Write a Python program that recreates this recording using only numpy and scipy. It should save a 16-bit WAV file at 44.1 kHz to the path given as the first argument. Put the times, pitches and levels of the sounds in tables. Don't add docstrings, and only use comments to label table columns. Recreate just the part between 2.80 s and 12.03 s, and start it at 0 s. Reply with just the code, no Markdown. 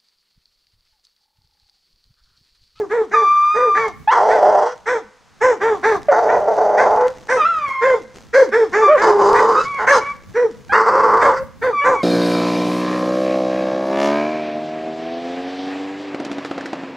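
import sys
import numpy as np
from scipy import signal
from scipy.fft import rfft, irfft, next_fast_len
from scipy.io import wavfile
from scipy.ndimage import uniform_filter1d, minimum_filter1d, map_coordinates

SR = 44100
rng = np.random.default_rng(int(sys.argv[2]) if len(sys.argv) > 2 else 0)


def generate_wav(signal):
    frames = np.transpose(np.atleast_2d(signal))
    scaled = np.clip(frames, -1, 1) * 32767
    pcm = np.round(scaled).astype(np.int16)
    wavfile.write(sys.argv[1], SR, pcm)


N = 407043


def amp(db):
    return 10 ** (np.asarray(db) / 20)


def unit(x):
    return x / np.sqrt(np.mean(x ** 2) + 1e-20)


def along(points, hz):
    freqs, values = np.transpose(points)
    return np.interp(np.log(hz + 1), np.log(freqs + 1), values)


def curves(rows, t):
    times, *columns = np.transpose(rows)
    return [np.interp(t, times, column) for column in columns]


def span(start, end, fade_s):
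    t = np.arange(round((start - fade_s) * SR), round((end + 2 * fade_s) * SR)) / SR
    return t, np.clip((t - start) / fade_s + .5, 0, 1) * np.clip((end - t) / (2 * fade_s) + 1, 0, 1)


def add(track, t, x):
    at = round(t[0] * SR) + np.arange(len(t))
    inside = (at >= 0) & (at < N)
    track[..., at[inside]] += x[..., inside]


def wobble(t, rate_hz):
    knots = rng.standard_normal(int((t[-1] - t[0]) * rate_hz) + 4)
    return map_coordinates(knots, [(t - t[0]) * rate_hz])


def bump(t, middle, length):
    return np.exp(-(2 * (t - middle) / length) ** 4)


def swell(age, length, attack_s, droop_db, release_s):
    attack = 1 - np.exp(-(np.maximum(age, 0) / attack_s) ** 2)
    release = np.exp(-np.maximum(age - length, 0) / release_s)
    return attack * amp(-droop_db * (age / length - .5)) * release


def coloured(x, spectrum):
    n = x.shape[-1]
    size = next_fast_len(n + 2048)
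    gain = amp(along(spectrum, np.fft.rfftfreq(size, 1 / SR)))
    return unit(irfft(rfft(x, size) * gain, size)[..., :n])


def spread(mid, side, width):
    return (mid + width * side * np.array([[1], [-1]])) / np.hypot(1, width)


def stereo_noise(width):
    return spread(rng.standard_normal(N), rng.standard_normal(N), width)


# (frequency [Hz], gain [dB])
AIR_SPECTRUM = [(25, -13.5), (200, -24), (1000, -8.5), (3000, -19.5), (6500, -22), (15500, -49.5)]


def still_air(level_db=-55.5):
    return amp(level_db) * coloured(stereo_noise(width=.18), AIR_SPECTRUM)


# (frequency [Hz], unscaled t60 [s])
HEDGE_DECAY = [(200, 0.76), (1000, 0.62), (2500, 0.96), (8000, 0.45)]


def hedge_echo(x, t60_scale, delay_s, width):
    hz, t, noise = signal.stft(rng.standard_normal((2, SR)), SR, nperseg=256)
    t60_s = t60_scale * along(HEDGE_DECAY, hz)[:, None]
    mid, side = signal.istft(noise * amp(-60 * t / t60_s), SR, nperseg=256)[1]
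    tail = spread(mid, side, width) / np.linalg.norm(mid)
    delayed = np.pad(tail, ((0, 0), (int(delay_s * SR), 0)))
    return signal.fftconvolve(x[None], delayed, axes=1)[:, :N]


# (time [s], rumble [dB], rustle [dB])
RUMBLE_AND_RUSTLE = [(0.0, -55.5, -52.5), (0.64, -55, -49.5), (1.23, -45, -59.5), (1.54, -60.5, -47.5),
                     (2.47, -63.5, -65.5), (2.9, -48.5, -44), (5.68, -55, -43.5), (6.6, -49, -36.5),
                     (7.58, -45, -50), (8.33, -46.5, -44), (8.76, -41, -70.5), (9.23, -48.5, -36.5)]
# (time [s], level [dB])
TWIG_SNAPS = [(1.0814, -28.5), (3.599, -41.5), (3.737, -37.5), (4.107, -31), (4.1607, -29.5), (4.2095, -31),
              (5.34, -46.5), (5.3696, -34.5), (7.318, -44.5)]
# (frequency [Hz], gain [dB])
RUMBLE_SPECTRUM = [(20, -17), (60, 0), (130, 0), (220, -1.5), (330, -13.5), (800, -39)]
CRACKLE_SPECTRUM = [(300, 10), (3500, -5), (6500, -5), (10000, -20.5), (15500, -30)]


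def rumble_and_scrub(rumble_trim_db=1, rustle_trim_db=-3, snap_trim_db=-2.5, snap_t60_s=.049):
    t = np.arange(N) / SR
    rumble_db, rustle_db = curves(RUMBLE_AND_RUSTLE, t)
    lumps = amp(rumble_db + rumble_trim_db + 3.5 * wobble(t, 14))
    rumble = lumps * coloured(stereo_noise(width=1.3), RUMBLE_SPECTRUM)
    clumps = amp(4 * wobble(t, 25) + 7 * wobble(t, 600))
    leaves = coloured(clumps * stereo_noise(width=.13), CRACKLE_SPECTRUM)
    snaps = sum(amp(db - 60 * np.abs(t - at) / snap_t60_s) * (t >= at) for at, db in TWIG_SNAPS)
    twigs = snaps * coloured(stereo_noise(width=.32), CRACKLE_SPECTRUM)
    return rumble + amp(rustle_db + rustle_trim_db) * leaves + amp(snap_trim_db) * twigs


def clean_folds(t, pitch_hz, levels_db, jitter, shimmer_db):
    unsteady_hz = pitch_hz * (1 + .0045 * wobble(t, 45) + jitter * wobble(t, 400))
    phase = 2 * np.pi * np.cumsum(unsteady_hz) / SR
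    voice = sum(amp(db + shimmer_db * wobble(t, 60)) * np.sin(k * phase)
                for k, db in enumerate(levels_db, 1))
    return np.sqrt(2) * voice, phase


def rough_folds(phase, turbulence):
    lags = rng.uniform(0, 2 * np.pi, 18)
    pulses = unit(sum(np.cos(k * phase + lag) for k, lag in enumerate(lags, 1)))
    puffs = unit((4.3 + np.cos(phase)) * rng.standard_normal(len(phase)))
    share = np.clip(turbulence, 0, 1)
    return np.sqrt(1 - share) * pulses + np.sqrt(share) * puffs


def muzzle_hiss(phase, spectrum, width):
    detours = rng.standard_normal((2, 260)) * np.exp(-np.arange(260) / 70)
    paths = [unit(signal.fftconvolve(rough_folds(phase, turbulence=.65), detour)[:len(phase)])
             for detour in detours]
    return coloured(spread(*paths, width), spectrum)


# (frequency [Hz], gain [dB])
HOUND_SNARL = [(700, -44.5), (1150, -6), (1420, 12), (1700, 0.5), (2050, 2), (2350, -22), (2750, -44.5),
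               (5000, -71)]


def hound_tract(x):
    return coloured(x, HOUND_SNARL)


# (time [s], pitch [Hz], level [dB])
WHINE_CONTOURS = [
    [(0.335, 1218, -24.5), (0.345, 1240, -9), (0.367, 1177, -14.5), (0.679, 1190, -16), (0.731, 1228, -14),
     (0.971, 1181, -19), (1.063, 1081, -23), (1.08, 1070, -37)],
    [(4.57, 1323, -21.5), (4.62, 1225, -9), (4.644, 1202, -15), (4.656, 1335, -13), (4.696, 1372, -18),
     (4.892, 1082, -24.5), (5.134, 1030, -23), (5.15, 1063, -27.5)],
]
WHIMPER_CONTOURS = [
    [(6.01, 1216, -35), (6.026, 1191, -12.5), (6.084, 1172, -13.5), (6.12, 1126, -30)],
    [(6.845, 1142, -42), (6.857, 1087, -25), (6.893, 1150, -26.5), (6.99, 1081, -24.5)],
    [(7.205, 1176, -41), (7.215, 1127, -28.5), (7.317, 1143, -25.5), (7.325, 1094, -32)],
    [(8.93, 1200, -23), (9.0, 1127, -18), (9.124, 1189, -24.5), (9.22, 1078, -25)],
]
# (middle [s], length [s], half-order level re note [dB])
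VOICE_BREAKS = [(4.701, 0.57, -13.5), (4.918, 0.11, -22), (6.972, 0.086, -13), (7.265, 0.029, -5.5),
                (9.035, 0.043, -4)]
# (frequency [Hz], level re note [dB])
MUZZLE_OVERTONES = [(2050, -5.5), (2260, -5), (2400, -21), (2750, -22.5), (3500, -31), (4600, -35.5),
                    (6000, -38.5), (9000, -54)]


def whines(jitter=.006, shimmer_db=1.1, breath_db=-33):
    out = np.zeros(N)
    for contour in list(WHINE_CONTOURS) + list(WHIMPER_CONTOURS):
        t, gate = span(contour[0][0], contour[-1][0], fade_s=.007)
        pitch_hz, level_db = curves(contour, t)
        tremble = 1 + 2 * sum(bump(t, at, length) for at, length, _ in VOICE_BREAKS)
        doubling = sum(bump(t, at, length) * amp(db) for at, length, db in VOICE_BREAKS)
        levels_db = [0] + [along(MUZZLE_OVERTONES, k * pitch_hz) for k in range(2, 9)]
        voice, phase = clean_folds(t, pitch_hz, levels_db, jitter * tremble, shimmer_db * tremble ** .5)
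        half_orders = .49 * np.sin(phase / 2) + .47 * np.sin(1.5 * phase) + .17 * np.sin(2.5 * phase)
        breath = amp(breath_db) * tremble * hound_tract(rng.standard_normal(len(t)))
        add(out, t, gate * amp(level_db) * (voice + doubling * half_orders + breath))
    return out


# (start [s], length [s], attack [s], first pitch [Hz],
# middle pitch [Hz], last pitch [Hz], fundamental [dB], octave [dB], droop [dB])
BAY_NOTES = [(1.273, 0.047, 0.0044, 834, 901, 1092, -13.5, -26, 4.5),
             (1.32, 0.046, .006, 1142, 1105, 960, -18.5, -39.5, 16),
             (1.818, 0.12, 0.024, 436, 490.5, 497, -23.5, -51, 21.5),
             (3.284, 0.041, 0.0013, 637, 563, 544, -10.5, -35.5, 6),
             (4.168, 0.1, 0.023, 496, 496.6, 507.4, -14, -32.5, -2),
             (4.285, 0.034, 0.011, 500, 522, 507, -24.5, -49, 11.5),
             (6.069, .1, 0.011, 467, 626, 510, -11.5, -19, 1.5),
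             (6.25, .56, .03, 440, 406.3, 533, -19.5, -27, 9),
             (6.75, 0.067, 0.017, 1225, 1290, 1295, -15.5, -38, 3),
             (7.892, 0.065, 0.0038, 783, 835, 948, -25, -22.5, -14),
             (8.12, .15, 0.02, 503.5, 538.3, 482, -18.5, -23, 4.5),
             (8.44, .19, 0.0088, 593.4, 527, 544, -20.5, -36, 9)]


def clear_notes(third_db=-14, fall_db=9, breath_db=-21):
    out = np.zeros(N)
    for start, length, attack_s, first_hz, middle_hz, last_hz, db, octave_db, droop_db in BAY_NOTES:
        t, gate = span(start, start + length, fade_s=.0084)
        bend = np.polyfit([0, .5, 1], [first_hz, middle_hz, last_hz], 2)
        pitch_hz = np.polyval(bend, np.clip((t - start) / length, 0, 1))
        levels_db = [db, octave_db] + [(db + octave_db) / 2 + third_db - fall_db * k for k in range(6)]
        voice, _ = clean_folds(t, pitch_hz, levels_db, jitter=.015, shimmer_db=1.2)
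        breath = amp(db + breath_db) * hound_tract(rng.standard_normal(len(t)))
        envelope = gate * swell(t - start, length, attack_s, droop_db, release_s=.014)
        add(out, t, envelope * (voice + breath))
    return out


def gliding_mouth(x, centre_hz, width_hz=420):
    steps_hz = np.arange(500, 1600, 100)
    size = next_fast_len(2 * len(x)) // 2 * 2
    hz = np.fft.rfftfreq(size, 1 / SR)
    peaks = (1 + (2 * (hz - steps_hz[:, None]) / width_hz) ** 2) ** -1.4
    low_cut = 1 / (1 + (380 / (hz + 1)) ** 8)
    bank = irfft(rfft(x, size) * peaks * low_cut)[:, :len(x)]
    fades = [np.interp(centre_hz, steps_hz, pick) for pick in np.eye(len(steps_hz))]
    return unit(sum(unit(band) * fade for band, fade in zip(bank, fades)))


def limit_swing(x, squeeze):
    power = np.abs(uniform_filter1d(x ** 2, size=220))
    return unit(x / (power + .14) ** (squeeze / 2))


# (start [s], length [s], level [dB], mouth at onset [Hz], at middle [Hz], at end [Hz],
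# chest [dB], snarl [dB], hiss [dB]); last three re mouth, before offsets
HOARSE_BAYS = [(1.313, 0.61, -14.5, 1051, 690, 940, -8.5, -15, -30),
               (3.314, 0.98, -15.5, 800, 680, 953, -6, -16.5, -33.5),
               (6.219, .64, -15, 926, 980, 1330, 1, -17, -24.5),
               (6.985, 0.28, -24, 915, 920, 1030, -2.5, -7.5, -29.5),
               (7.121, 0.057, -12, 1167, 1250, 1210, -10.5, -19, -22),
               (7.925, .66, -14.5, 1080, 1058, 1013, -1, -7, -28)]
# (middle [s], length [s], depth [dB])
BAY_CATCHES = [(3.631, 0.081, 7), (3.761, .04, 6), (6.359, 0.064, 9.5), (8.044, 0.03, 5.5)]
# (frequency [Hz], gain [dB])
HOUND_CHEST = [(110, -25.5), (205, -27), (285, -25.5), (350, -5.5), (420, -9.5), (500, 2.5), (580, -12.5),
               (750, -51.5), (1200, -62.5)]
HOUND_HISS = [(2200, -14), (3000, -7.5), (3600, -14.5), (4400, -2.5), (5100, 2), (6000, 1.5), (6900, -6),
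              (7600, -10), (9500, -26.5), (15500, -45)]


def hoarse_bays(rattle_hz=215, jitter=.09, lurch=.3, flutter_db=2.2, settle_s=.094, release_s=.11):
    out = np.zeros((2, N))
    for start, length, db, onset_hz, middle_hz, end_hz, chest_db, snarl_db, hiss_db in HOARSE_BAYS:
        t, gate = span(start, start + length, fade_s=.011)
        age = t - start
        onset = np.exp(-(age / settle_s) ** 2)
        reopen = np.clip(age / length, 0, 1) ** 4.9
        mouth_hz = middle_hz + (onset_hz - middle_hz) * onset + (end_hz - middle_hz) * reopen
        shut_db = 28.5 * np.clip(1 - (length - age) / min(release_s, length / 2), 0, 1) ** 2
        linger_db = .92 * shut_db
        catch_db = sum(depth_db * bump(t, at, wide) for at, wide, depth_db in BAY_CATCHES)
        pitch_hz = rattle_hz * (1 + .05 * wobble(t, 18) + jitter * wobble(t, 300))
        phase = 2 * np.pi * np.cumsum(pitch_hz) / SR
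        source = rough_folds(phase, turbulence=.4) * (1 + lurch * np.cos(phase / 2))
        mouth = limit_swing(gliding_mouth(source, mouth_hz), squeeze=.5)
        chest = amp(chest_db - 6.5) * limit_swing(coloured(source, HOUND_CHEST), squeeze=1)
        snarl = amp(snarl_db - 8 + 16.5 * onset + linger_db) * hound_tract(source)
        hiss_gain = amp(hiss_db + 7 * onset + linger_db + 1.9 * wobble(t, 16))
        hiss = hiss_gain * muzzle_hiss(phase, HOUND_HISS, width=.13)
        envelope = gate * amp(db - shut_db - catch_db + flutter_db * wobble(t, 90.5))
        add(out, t, envelope * (mouth + chest + snarl + hiss))
    return out


def pitch_arch(progress, top_at=.45, rise=.25, sag=.21, floor=.42):
    past = progress - top_at
    drop = np.where(past < 0, rise * (past / top_at) ** 2, sag * (past / (1 - top_at)) ** 2)
    return np.maximum(1 - drop, floor)


# (start [s], nominal length [s], top pitch [Hz], fundamental [dB], mouth [dB], snarl [dB])
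YELPS = [(-.1, 0.16, 450, -20.5, -32, -33.5), (.093, .15, 473.6, -17, -27, -29),
         (0.306, .15, 461.3, -28, -24, -26), (0.736, 0.18, 500.4, -19.5, -27, -29.5),
         (0.941, 0.16, 455.3, -25, -24.5, -23.5), (1.482, 0.13, 504, -26.5, -26.5, -23.5),
         (2.054, .14, 502.6, -20, -22, -21), (2.603, 0.14, 526.3, -15, -17, -18.5),
         (2.798, .17, 457, -18, -19.5, -23.5), (3.023, 0.15, 444.6, -22.5, -17, -20),
         (3.471, .15, 503, -22, -20.5, -28), (3.964, 0.12, 527.6, -16.5, -19, -20),
         (4.48, .119, 519, -15, -19, -18), (5.006, 0.17, 529, -14.5, -21, -23),
         (5.528, 0.12, 546, -5.5, -20.5, -15), (5.712, .15, 467, -13, -25, -22),
         (5.918, 0.18, 436.4, -19, -20.5, -21.5), (6.16, .18, 441, -21.5, -21, -23.5),
         (6.537, .13, 507.7, -20, -37, -19.5), (7.063, .125, 561.2, -18, -11.5, -10.5),
         (7.539, .14, 503.4, -13, -27, -27), (8.402, 0.12, 540.6, -22.5, -12, -18.5),
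         (8.81, 0.11, 524.6, -17, -24, -23.5), (9.034, 0.13, 533.7, -17, -13.5, -21)]
# (frequency [Hz], gain [dB])
YELP_MOUTH = [(150, -25.5), (500, -10), (720, -9.5), (900, -7.5), (1050, -7.5), (1250, -13.5), (1700, -32),
              (3000, -95.5)]
YELP_SNARL = [(700, -55), (1100, -7.5), (1330, -6), (1650, 3), (1950, -3.5), (2250, -9.5), (2600, -23),
              (3100, -37.5), (5000, -61)]
YELP_HISS = [(1800, -22), (2900, -10.5), (3550, -5), (4100, -10), (4700, -8.5), (6200, -5), (7400, -12.5),
             (9500, -25), (15500, -37.5)]


def barks(flutter_db=2, burst_s=.021, hum_db=-21, easy_snarl_db=-22.5, easy_hiss_db=-43.5):
    out = np.zeros((2, N))
    for start, length, top_hz, low_db, mouth_db, snarl_db in YELPS:
        t = start + np.arange(-SR // 100, int(1.7 * length * SR)) / SR
        age = t - start
        turbulence = .34 + .25 * np.exp(-(age / burst_s) ** 2)
        waver = 1 + .014 * wobble(t, 70) + .058 * turbulence * wobble(t, 420)
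        phase = 2 * np.pi * np.cumsum(top_hz * pitch_arch(age / length) * waver) / SR
        low_env = swell(age, .84 * length, attack_s=.028, droop_db=.5, release_s=.005)
        low_env += amp(hum_db) * swell(age, length, attack_s=.02, droop_db=0, release_s=.045)
        mouth_env = swell(age, .91 * length, attack_s=.021, droop_db=5, release_s=.014)
        snarl_env = swell(age, .79 * length, attack_s=.02, droop_db=17.5, release_s=.02)
        hiss_env = swell(age, length, attack_s=.021, droop_db=13, release_s=.022)
        flutter = lambda: flutter_db * wobble(t, 140)
        low = amp(low_db + turbulence * flutter()) * unit(np.cos(phase))
        mouth = amp(mouth_db + flutter()) * coloured(rough_folds(phase, turbulence), YELP_MOUTH)
        snarl = amp(snarl_db + flutter()) * coloured(rough_folds(phase, 1.3 * turbulence), YELP_SNARL)
        hiss_db = easy_hiss_db + 1.16 * (snarl_db - easy_snarl_db)
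        hiss = amp(hiss_db) * muzzle_hiss(phase, YELP_HISS, width=.4)
        add(out, t, low_env * low + mouth_env * mouth + snarl_env * snarl + hiss_env * hiss)
    return out


def scene():
    dogs = barks() + hoarse_bays() + clear_notes() + whines()
    mono = dogs.mean(axis=0)
    near = amp(-10.5) * hedge_echo(mono, t60_scale=.24, delay_s=.004, width=.33)
    far = amp(-22) * hedge_echo(mono, t60_scale=.76, delay_s=.038, width=.24)
    balance_db = [[-.3], [.3]]
    return dogs * amp(balance_db) + near + far + still_air() + rumble_and_scrub()


def record(dry, ceiling=.93, window_samples=441, top_hz=15800):
    needed_gain = 1 / np.maximum(1, np.abs(dry).max(axis=0) / ceiling)
    gain = uniform_filter1d(minimum_filter1d(needed_gain, window_samples), window_samples)
    size = next_fast_len(N + SR // 2)
    passband = np.fft.rfftfreq(size, 1 / SR) < top_hz
    return irfft(rfft(dry * gain, size) * passband, size)[:, :N]


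dry = scene()
out = record(dry)
generate_wav(out)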